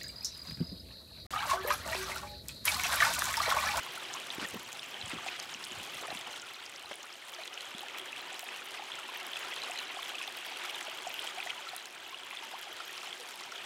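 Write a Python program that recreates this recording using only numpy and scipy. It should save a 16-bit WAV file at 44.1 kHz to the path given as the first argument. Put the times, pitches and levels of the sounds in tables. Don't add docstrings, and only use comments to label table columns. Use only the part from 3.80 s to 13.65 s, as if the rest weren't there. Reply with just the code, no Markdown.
import sys
import numpy as np
from scipy import signal
from scipy.fft import rfft, irfft, next_fast_len
from scipy.io import wavfile
from scipy.ndimage import uniform_filter1d

SR = 44100
rng = np.random.default_rng(int(sys.argv[2]) if len(sys.argv) > 2 else 0)


def output_pcm(signal):
    pcm = np.clip(np.atleast_2d(signal).T, -1, 1) * 32767
    wavfile.write(sys.argv[1], SR, np.round(pcm).astype(np.int16))


N = 434385


def from_db(db):
    return 10 ** (np.asarray(db) / 20)


def rms_one(x):
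    return x / np.sqrt(np.mean(x ** 2) + 1e-20)


def filtered(x, order, edges_hz, kind):
    return signal.sosfilt(signal.butter(order, edges_hz, kind, fs=SR, output="sos"), x)


def random_signs(count):
    return rng.choice([-1, 1], count)


def drift(rate_hz):
    step = 40
    r = np.exp(-2 * np.pi * rate_hz * step / SR)
    noise = rng.standard_normal(N // step + 2002)
    slow = signal.lfilter([1], [1, -2 * r, r * r], noise)[2000:]
    return np.interp(np.arange(N) / step, np.arange(len(slow)), rms_one(slow))


# time in seconds, then the level of the bubbling, of the fine fizz
# and of the low murmur, each in dB.
SIZZLE_LEVELS = [(0.0, -43, -51, -57.5), (0.52, -44, -50.5, -56.5), (0.96, -47.5, -53.5, -62),
                 (1.45, -42.5, -52.5, -57), (1.67, -46.5, -53.5, -63.5), (2.17, -44, -51, -56),
                 (2.36, -44, -53, -60.5), (2.65, -47.5, -56, -62), (3.4, -50, -57, -62),
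                 (3.7, -47, -56.5, -60.5), (4.2, -44.5, -56, -56.5), (4.63, -45, -54, -59),
                 (5.43, -43.5, -54.5, -58), (5.73, -40.5, -51, -54.5), (5.98, -43, -54.5, -56),
                 (6.61, -44.5, -52.5, -58.5), (6.88, -41, -51, -57), (7.1, -43.5, -53, -58),
                 (7.45, -42.5, -51.5, -57), (7.9, -45.5, -54, -61.5), (8.15, -47.5, -57.5, -61),
                 (9.1, -45.5, -53, -60.5), (9.5, -47.5, -53, -60), (9.85, -44, -52.5, -58)]


def sizzle_levels():
    seconds, *columns = np.transpose(SIZZLE_LEVELS)
    return [np.interp(np.arange(N) / SR, seconds, column) for column in columns]


def ring(clicks, hz, t60):
    r = from_db(-60 / (t60 * SR))
    w = 2 * np.pi * hz / SR
    return signal.lfilter([0, np.sin(w)], [1, -2 * r * np.cos(w), r * r], clicks + 1e-18)


def grains(low_hz, high_hz, per_s, spread_db, cycles, clumps_db, hiss_db, count):
    sizes = from_db(spread_db * np.minimum(rng.exponential(1, N), 3.5)) * random_signs(N)
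    born = rng.random(N) < per_s * from_db(clumps_db) / SR
    pitch_number = rng.integers(0, count, N)
    rings = np.zeros(N)
    for k, hz in enumerate(np.geomspace(low_hz, high_hz, count)):
        rings += ring(sizes * born * (pitch_number == k), hz, cycles / hz)
    hiss = signal.lfilter([1], [1, -.9], rng.standard_normal(N))
    return rms_one(rings) + from_db(hiss_db) * rms_one(hiss)


def coloured(x, spectrum):
    size = next_fast_len(N)
    bins = rfft(x, size)
    hz = np.arange(size // 2 + 1) * SR / size + 1
    own = np.sqrt(uniform_filter1d(np.abs(bins) ** 2, size=1501)) + 1e-12
    table_hz, table_db = np.transpose(spectrum)
    wanted_db = np.interp(np.log(hz), np.log(table_hz), table_db, left=-90, right=-90)
    return rms_one(irfft(bins / own * from_db(wanted_db), size)[:N])


# frequency in Hz, relative strength in dB per Hz.
BUBBLING_COLOUR = [(260, -21.5), (450, -8), (612, -7), (713, 0), (970, 0), (1060, -1.5), (1290, 0),
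                   (1790, -1), (3210, 2.5), (4030, -8), (5200, -21), (6760, -28), (11400, -120)]


def bubbling(level_db, seethe):
    clumps_db = 2.5 * seethe + 1.5 * drift(30)
    crowd = grains(487, 4994, per_s=1500., spread_db=3.5, cycles=45.0,
                   clumps_db=clumps_db, hiss_db=-2.0, count=24)
    return from_db(level_db) * coloured(crowd, BUBBLING_COLOUR)


# frequency in Hz, relative strength in dB per Hz.
FIZZ_COLOUR = [(2350, -7), (4000, -0.5), (4960, -1.5), (8120, -6.5), (13900, -17.5), (15200, -16.5),
               (16000, -29)]


def fizz(level_db, seethe):
    clumps_db = 3.0 * seethe + 2.0 * drift(30)
    crowd = grains(3660, 14900, per_s=2000., spread_db=6.5, cycles=53.0,
                   clumps_db=clumps_db, hiss_db=7.0, count=20)
    return from_db(level_db) * coloured(crowd, FIZZ_COLOUR)


# frequency in Hz, relative strength in dB per Hz.
MURMUR_COLOUR = [(26, -69), (45, -37), (75, -30), (108, -19.5), (179, -16), (252, -9.5), (310, -8.5),
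                 (351, -2), (390, -1), (432, -7.5), (485, -9), (556, -5.5), (700, -7), (910, -24),
                 (1540, -120)]


def murmur(level_db):
    crowd = grains(111.0, 666, per_s=600., spread_db=2.5, cycles=19.3,
                   clumps_db=2.5 * drift(25), hiss_db=-1.0, count=10)
    return from_db(level_db) * coloured(crowd, MURMUR_COLOUR)


def scattered(rule, level_db):
    per_s, above_db, spread_db, low_hz, high_hz = rule
    gap, size, pitch = rng.random((400, 3)).T
    s = np.cumsum(-np.log(1 - gap)) / per_s
    inside = s < N / SR - .01
    s, size, pitch = s[inside], size[inside], pitch[inside]
    peak_db = level_db[(s * SR).astype(int)] + above_db + spread_db * (2 * size - 1)
    hz = low_hz * (high_hz / low_hz) ** np.sqrt(pitch)
    return np.column_stack([s, peak_db, hz])


def bursts(events, rise, fall_db, glide, wobble):
    out = np.zeros(N + SR)
    chance = rng.standard_normal((len(events), 2))
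    for (s, peak_db, hz, cycles), (bend, side) in zip(events, chance):
        turns = np.arange(int(max(cycles, 1) / hz * SR)) * hz / SR
        swell = 1 - np.exp(-turns / max(rise, .05))
        fall = from_db(-fall_db * turns / max(cycles, 1))
        phase = turns * (1 + (glide + wobble * bend) * (turns - 4.0))
        wave = swell * fall * np.sin(2 * np.pi * phase)
        at = round(s * SR)
        out[at:at + len(wave)] += from_db(peak_db) * np.sign(side) * wave / np.abs(wave).max()
    return out[:N]


def snaps(s, snap_db):
    out = np.zeros(N)
    out[np.round(s * SR).astype(int)] = from_db(snap_db) * random_signs(len(s))
    return filtered(out, 2, [1500, 8000], "band")


# start in seconds, peak of the ring in dB, pitch in Hz,
# length of the ring in cycles, height in dB of the opening click before its filter.
TIMED_POPS = [(0.0629, -41, 1080, 25, -30), (0.0633, -36, 2240, 18, -30), (0.1751, -34, 1380, 19, -31),
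              (0.5034, -24.5, 3480, 21, -28), (0.5982, -31, 2960, 16, -33), (0.6124, -40, 1450, 33, -32),
              (0.6262, -37, 1490, 28, -26), (0.994, -30.5, 3600, 21, -25), (1.031, -32, 2970, 19, -23),
              (1.1427, -31.5, 3120, 37, -31), (1.213, -31, 3930, 18, -29), (1.225, -32, 3290, 10, -27),
              (1.4635, -32.5, 760, 14, -31), (1.4821, -37, 3970, 20, -27), (1.4858, -25, 2430, 14, -25),
              (1.5991, -35, 4350, 18, -15), (1.7464, -29, 2860, 18, -25), (1.9135, -31, 2930, 14, -28),
              (1.9992, -34, 2730, 15, -35), (2.2838, -36, 690, 18, -34), (2.3028, -33, 3780, 22, -34),
              (2.316, -32.5, 800, 14, -32), (2.3716, -28.5, 3490, 15, -27), (2.4113, -34, 3540, 19, -17),
              (2.4721, -36, 850, 12, -34), (2.5327, -40, 4170, 39, -34), (2.7435, -38, 4190, 18, -35),
              (3.058, -39, 4000, 22, -38), (3.1115, -39, 584, 17, -36), (3.1314, -32, 3200, 13, -30),
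              (3.5365, -33, 3170, 18, -39), (3.5477, -37, 4460, 20, -27), (3.5873, -40, 682, 32, -31),
              (3.635, -36, 3880, 20, -35), (3.6559, -35, 2480, 21, -20), (3.6769, -29.5, 3280, 10, -22),
              (3.776, -27, 2900, 12, -37), (3.8076, -34, 4330, 15, -18), (3.949, -36, 3440, 38, -29),
              (3.9827, -35, 3750, 18, -16), (3.9929, -32, 3580, 18, -29), (4.0333, -35.5, 840, 18, -30),
              (4.0841, -31, 2740, 13, -23), (4.0972, -35, 2200, 16, -27), (4.1843, -30, 2920, 10, -21),
              (4.1968, -32, 3170, 38, -32), (4.3288, -30, 2530, 31, -32), (4.408, -41, 4100, 39, -28),
              (4.5938, -36, 3420, 10, -13.5), (4.6302, -40, 735, 19, -37), (4.6885, -30.5, 2530, 15, -37),
              (4.7925, -34, 2420, 24, -39), (4.8198, -36, 1520, 12, -31), (4.9739, -33, 2450, 26, -31),
              (4.9946, -34.5, 830, 27, -35), (5.0216, -38, 810, 39, -29), (5.1179, -31, 3130, 48, -30),
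              (5.2892, -35, 960, 24, -33), (5.5334, -29, 3350, 17, -23), (5.5579, -31, 3230, 50, -26),
              (5.5682, -31, 2560, 31, -26), (5.6293, -32, 2630, 17, -38), (5.7629, -32, 3530, 17, -21),
              (5.8185, -33, 3820, 22, -23), (5.835, -34.5, 4030, 48, -17), (5.8362, -35, 1000, 12, -25),
              (5.8961, -38, 710, 38, -33), (5.9177, -29, 2560, 26, -29), (5.9749, -33, 4030, 30, -22),
              (5.9884, -28, 4000, 16, -18), (6.144, -42, 745, 16, -32), (6.1697, -38.5, 740, 16, -30),
              (6.1894, -33.5, 1080, 16, -28), (6.2294, -29, 3260, 24, -30), (6.3522, -30, 2560, 27, -23),
              (6.3833, -29, 3100, 35, -34), (6.4148, -31, 2530, 38, -25), (6.439, -30, 2530, 15, -26),
              (6.477, -31.5, 3550, 20, -23), (6.4775, -40, 786, 15, -30), (6.651, -37, 1810, 21, -33),
              (6.8187, -35, 2410, 19, -33), (6.8587, -38, 3820, 20, -19), (6.8966, -30, 2980, 17, -22),
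              (6.9462, -34.5, 3720, 50, -22), (7.0103, -30, 2160, 14, -16), (7.0802, -40, 630, 21, -33),
              (7.1857, -32, 3330, 20, -33), (7.2679, -32, 720, 21, -34), (7.3036, -28, 2430, 10, -30),
              (7.3411, -28, 2960, 13, -27), (7.392, -26, 3100, 33, -34), (7.4736, -25.5, 3040, 22, -26),
              (7.5738, -38.5, 700, 67, -33), (7.6019, -28, 2560, 43, -25), (7.6264, -31, 2260, 13, -32),
              (7.6285, -31, 3400, 21, -36), (7.6616, -36, 710, 16, -34), (7.6714, -32, 1920, 15, -28),
              (7.701, -29, 2320, 20, -36), (7.7041, -24, 2980, 20, -33), (7.7786, -32.5, 2900, 21, -33),
              (7.8681, -38, 1330, 41, -38), (7.8881, -33, 4000, 18, -39), (7.9325, -38, 745, 21, -33),
              (7.9796, -36, 3730, 22, -29), (8.0564, -38, 4600, 13, -20), (8.3251, -41, 1050, 50, -41),
              (8.3444, -33, 2800, 45, -37), (8.4338, -35.5, 3380, 30, -27), (8.5098, -30, 2330, 17, -35),
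              (8.5483, -34, 2390, 20, -31), (8.5711, -30.5, 3400, 25, -30), (8.7354, -38, 760, 17, -35),
              (9.0031, -34.5, 1330, 15, -33), (9.3281, -30.5, 3300, 24, -30), (9.7214, -36, 1430, 20, -26),
              (9.7574, -36, 3460, 40, -27)]
# how many per second, peak above the bubbling level in dB,
# spread to either side in dB, lowest and highest pitch in Hz.
RANDOM_POPS_RULE = (8., 5.7, 1.2, 587, 3890)


def pops(bubbling_db):
    more = scattered(RANDOM_POPS_RULE, bubbling_db)
    cycles = np.full(len(more), 17.5)
    snap_db = more[:, 1] + 6
    bubbles = np.vstack([TIMED_POPS, np.column_stack([more, cycles, snap_db])])
    rings = bursts(bubbles[:, :4], rise=1.1, fall_db=49, glide=0.0021, wobble=0.005)
    return rings + snaps(bubbles[:, 0], bubbles[:, 4])


def cracks(s, crack_db):
    out = np.zeros(N)
    at = np.round(s * SR).astype(int) + 4
    out[at] = from_db(crack_db) * random_signs(len(s))
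    return filtered(out, 2, 5500, "high")


def spatter(per_s, spread_db, clumps_db):
    sizes = from_db(spread_db * np.minimum(rng.exponential(1, N), 3.2)) * random_signs(N)
    clicks = sizes * (rng.random(N) < per_s * from_db(clumps_db) / SR)
    return rms_one(filtered(clicks, 2, [2500, 11000], "band"))


# start in seconds, peak of the ring in dB,
# centre pitch in Hz, height in dB of the opening crack before its filter.
TIMED_TICKS = [(0.122, -39, 10820, -32), (0.3329, -31, 7610, -44.0), (0.3394, -24.5, 6240, -44),
               (0.5474, -35, 7980, -45), (0.6185, -35.0, 8180, -49.0), (0.6871, -28.5, 8100, -45.0),
               (0.7456, -29, 14380, -29), (0.929, -28, 6940, -52.0), (0.994, -32, 5050, -44),
               (1.2593, -32, 7530, -49.0), (1.2792, -33.0, 6880, -51.0), (1.2972, -28.5, 8900, -36.0),
               (1.3426, -36, 7240, -53.0), (1.4775, -33, 6480, -46.0), (1.5995, -26, 5930, -39),
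               (1.6274, -33, 8130, -52), (1.7407, -28.5, 5790, -53.0), (1.84, -27, 5000, -50),
               (1.8514, -29, 8700, -39.0), (1.9203, -32, 6800, -44.0), (2.1215, -39.0, 12460, -41),
               (2.1454, -33, 9500, -35.0), (2.1719, -42, 12630, -39.0), (2.2133, -33.0, 10000, -39.0),
               (2.2702, -33, 8900, -44.0), (2.342, -36.0, 10170, -35.0), (2.3495, -32.0, 9290, -39.0),
               (2.3917, -34, 9780, -37.0), (2.598, -31.5, 5240, -47.0), (2.6189, -32, 7080, -56.0),
               (2.7359, -40.0, 11540, -39.0), (2.8624, -31.5, 5200, -49.0), (2.8965, -34.5, 7950, -39.0),
               (2.9609, -33, 5490, -45.5), (3.1564, -31.5, 9700, -36.0), (3.2303, -33.0, 6550, -46.0),
               (3.2562, -39, 9880, -44), (3.3266, -35.5, 5110, -58), (3.5203, -41.0, 13430, -41.0),
               (3.5471, -38, 5870, -41.0), (3.7412, -32.5, 5750, -48.0), (3.8077, -36, 8900, -46),
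               (3.8544, -36, 6700, -45.0), (4.0072, -35, 13330, -35.0), (4.1848, -28, 13890, -26.0),
               (4.1951, -36, 9220, -48.0), (4.417, -37, 14780, -38.0), (4.5293, -33, 7500, -48.0),
               (4.5939, -32.0, 14340, -28), (4.607, -34, 7600, -46), (4.6413, -33, 11500, -28.0),
               (4.8401, -38.0, 13900, -38.0), (4.8578, -34, 10390, -35), (5.1547, -34.0, 7780, -43.0),
               (5.3487, -34.0, 13930, -33.0), (5.3741, -33, 13080, -32.0), (5.4672, -30, 11350, -35.0),
               (5.5999, -39, 11970, -35.0), (5.9109, -28.5, 8040, -48), (5.9883, -28, 6430, -45.0),
               (6.2289, -34, 11430, -34.0), (6.427, -33, 9610, -41.0), (6.5699, -34, 12600, -25),
               (6.6647, -34, 14330, -29), (7.0282, -31.0, 7540, -39), (7.1723, -34.0, 14470, -29),
               (7.2734, -29.5, 7060, -40.0), (7.2937, -34, 12760, -33.0), (7.3264, -35, 13790, -29.0),
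               (7.3416, -31, 12300, -32.0), (7.3993, -34, 11500, -36.0), (7.4208, -33, 8030, -51),
               (7.4474, -35.0, 9960, -39.0), (7.4601, -38.0, 13680, -35.0), (7.4692, -30, 7740, -38.0),
               (7.6382, -36, 13640, -38.0), (7.9643, -25, 10100, -21), (8.0566, -32.5, 7100, -29),
               (8.2948, -39, 6260, -59.0), (8.714, -37, 11020, -40.0), (8.8138, -35.0, 11990, -34.0),
               (9.1786, -29.5, 5100, -44.0), (9.5761, -37, 8960, -44.0), (9.6368, -32.5, 5520, -57.0),
               (9.7204, -34, 5600, -36)]
# how many per second, peak above the fizz level in dB,
# spread to either side in dB, lowest and highest pitch in Hz.
RANDOM_TICKS_RULE = (22., 13, 4.0, 4900, 14200)


def ticks(fizz_db, seethe):
    more = scattered(RANDOM_TICKS_RULE, fizz_db)
    more_crack_db = more[:, 1] - 2.0
    droplets = np.vstack([TIMED_TICKS, np.column_stack([more, more_crack_db])])
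    s, peak_db, hz, crack_db = droplets.T
    cycles = np.full(len(s), 22.5)
    rings = bursts(np.column_stack([s, peak_db, hz, cycles]), rise=0.41, fall_db=91, glide=.001, wobble=0.021)
    fine = from_db(fizz_db - 8.5) * spatter(per_s=150., spread_db=9.5, clumps_db=4.0 * seethe)
    return rings + cracks(s, crack_db) + fine


STOVE_T60_S = 0.019


def stove(x):
    t = np.arange(int(.05 * SR)) / SR
    echoes = rng.standard_normal(len(t)) * from_db(-60 * t / STOVE_T60_S)
    echoes *= t > .0008
    thin = filtered(x, 1, [1500, 9000], "band")
    return signal.fftconvolve(thin, echoes / np.sqrt(np.sum(echoes ** 2)))[:N]


# start in seconds, length in seconds, level in dB before the fades,
# lowest and highest frequency in Hz.
FLURRY_TIMES = [(0.588, 0.076, -41, 300, 3620), (0.574, 0.093, -50.5, 100, 500),
                (.730, .045, -47.5, 120, 696), (1.327, 0.049, -49, 100, 497),
                (1.285, 0.063, -45, 900, 3650), (1.459, 0.037, -43.5, 600, 3600),
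                (1.499, .08, -44, 1300, 3740), (2.224, 0.041, -43, 400, 1800),
                (2.293, 0.04, -46, 500, 1600), (2.466, 0.038, -47, 400, 1400),
                (3.111, 0.013, -41.5, 300, 2500), (3.585, 0.037, -56, 500, 1100),
                (7.692, 0.01, -39.5, 2100, 3470)]


def flurries():
    out = np.zeros(N)
    for s, length, level_db, low_hz, high_hz in FLURRY_TIMES:
        size, at = int(length * SR), round(s * SR)
        heights = np.clip(rng.standard_normal(size), -2.3, 2.3) ** 3
        clicks = heights * (rng.random(size) < .35)
        band = filtered(clicks, 2, [low_hz, high_hz], "band")
        out[at:at + size] += from_db(level_db) * rms_one(band) * signal.windows.tukey(size, .4)
    return out


# start in seconds, length in seconds,
# peak in dB before the unsteadiness, first and last pitch in Hz.
SQUEAK_TIMES = [(0.346, 0.014, -38.5, 930, 1180), (.361, 0.011, -42, 1100, 1100),
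                (0.645, 0.013, -33, 1890, 1820), (2.23, 0.03, -44, 763, 1420),
                (2.626, 0.021, -45, 1400, 1440), (3.065, 0.028, -50, 1240, 1200),
                (8.738, 0.023, -42.5, 780, 1160), (9.393, 0.042, -49, 512, 456)]


def squeaks():
    out = np.zeros(N)
    unsteady = from_db(0.93 * drift(120))
    for s, length, peak_db, first_hz, last_hz in SQUEAK_TIMES:
        size, at = int(length * SR), round(s * SR)
        phase = 2 * np.pi * np.cumsum(np.linspace(first_hz, last_hz, size)) / SR
        out[at:at + size] += from_db(peak_db) * np.sin(phase) * signal.windows.tukey(size, .35)
    return out * unsteady


# start in seconds, peak in dB, pitch in Hz, length of the ring in cycles.
THUMP_TIMES = [(0.583, -32, 345, 4), (0.626, -36, 250, 7.4), (0.644, -43, 186, 8.2), (0.742, -37, 384, 6.5),
               (0.756, -34, 204, 5.8), (1.236, -49, 104, 3.7), (1.333, -34, 261, 8.4),
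               (1.357, -46, 125, 2.9), (1.754, -52, 191, 4.8), (1.914, -46, 231, 8.3),
               (2.226, -37.5, 490, 7.2), (2.327, -38, 313, 2.6), (2.354, -43, 222, 5.7),
               (2.469, -46, 320, 5.2), (3.112, -41, 540, 4.1), (3.947, -43, 212, 5.6)]


def thumps():
    return bursts(THUMP_TIMES, rise=0.52, fall_db=58, glide=-0.0085, wobble=0.017)


# time of full strength in seconds, how long it holds in seconds,
# level in dB.
GUST_TIMES = [(.58, .06, -74), (0.744, 0.013, -47), (1.24, 0.052, -55), (1.35, .012, -53.5),
              (1.77, .012, -74), (1.93, 0.083, -60), (2.15, .015, -61), (2.28, .03, -65),
              (2.376, .015, -71), (2.48, .015, -67), (3.053, .03, -68)]
GUST_RISE_DB_PER_S, GUST_FALL_DB_PER_S = 600., 350.
BREEZE_DB, BREEZE_ENDS_S, CALM_DB = -83, 2.75, -89


def wind_db():
    t = np.arange(N) / SR
    level_db = np.where(t < BREEZE_ENDS_S, BREEZE_DB, CALM_DB).astype(float)
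    for s, hold, db in GUST_TIMES:
        rise_db = GUST_RISE_DB_PER_S * np.maximum(s - t, 0)
        fall_db = GUST_FALL_DB_PER_S * np.maximum(t - s - hold, 0)
        level_db = np.maximum(level_db, db - rise_db - fall_db)
    return level_db


def rumble(level_db):
    low = filtered(rng.standard_normal(N), 2, [54, 170], "band")
    return from_db(level_db) * rms_one(low * from_db(5.2 * drift(46)))


WASH_DB, WASH_FADES_S, WASH_FADE_DB_PER_S = -63, 2.4, 20.


def wash():
    low = filtered(rng.standard_normal(N), 2, [100, 500], "band")
    fading_s = np.maximum(np.arange(N) / SR - WASH_FADES_S, 0)
    return from_db(WASH_DB - WASH_FADE_DB_PER_S * fading_s) * rms_one(low)


def scene():
    bubbling_db, fizz_db, murmur_db = sizzle_levels()
    seethe = drift(22)
    bed = bubbling(bubbling_db, seethe) + fizz(fizz_db, seethe) + murmur(murmur_db)
    popping = pops(bubbling_db)
    ticking = ticks(fizz_db, seethe)
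    echoes = from_db(-4) * stove(popping + from_db(0.5) * ticking)
    fat = bed + popping + ticking + echoes + flurries() + squeaks()
    return (fat + thumps() + rumble(wind_db()) + wash())[None]


def record(dry):
    no_bass = filtered(dry, 3, 42, "high")
    steep_cut = signal.ellip(12, .5, 70, 15889.5, fs=SR, output="sos")
    return signal.sosfilt(steep_cut, no_bass)


dry = scene()
out = record(dry)
output_pcm(out)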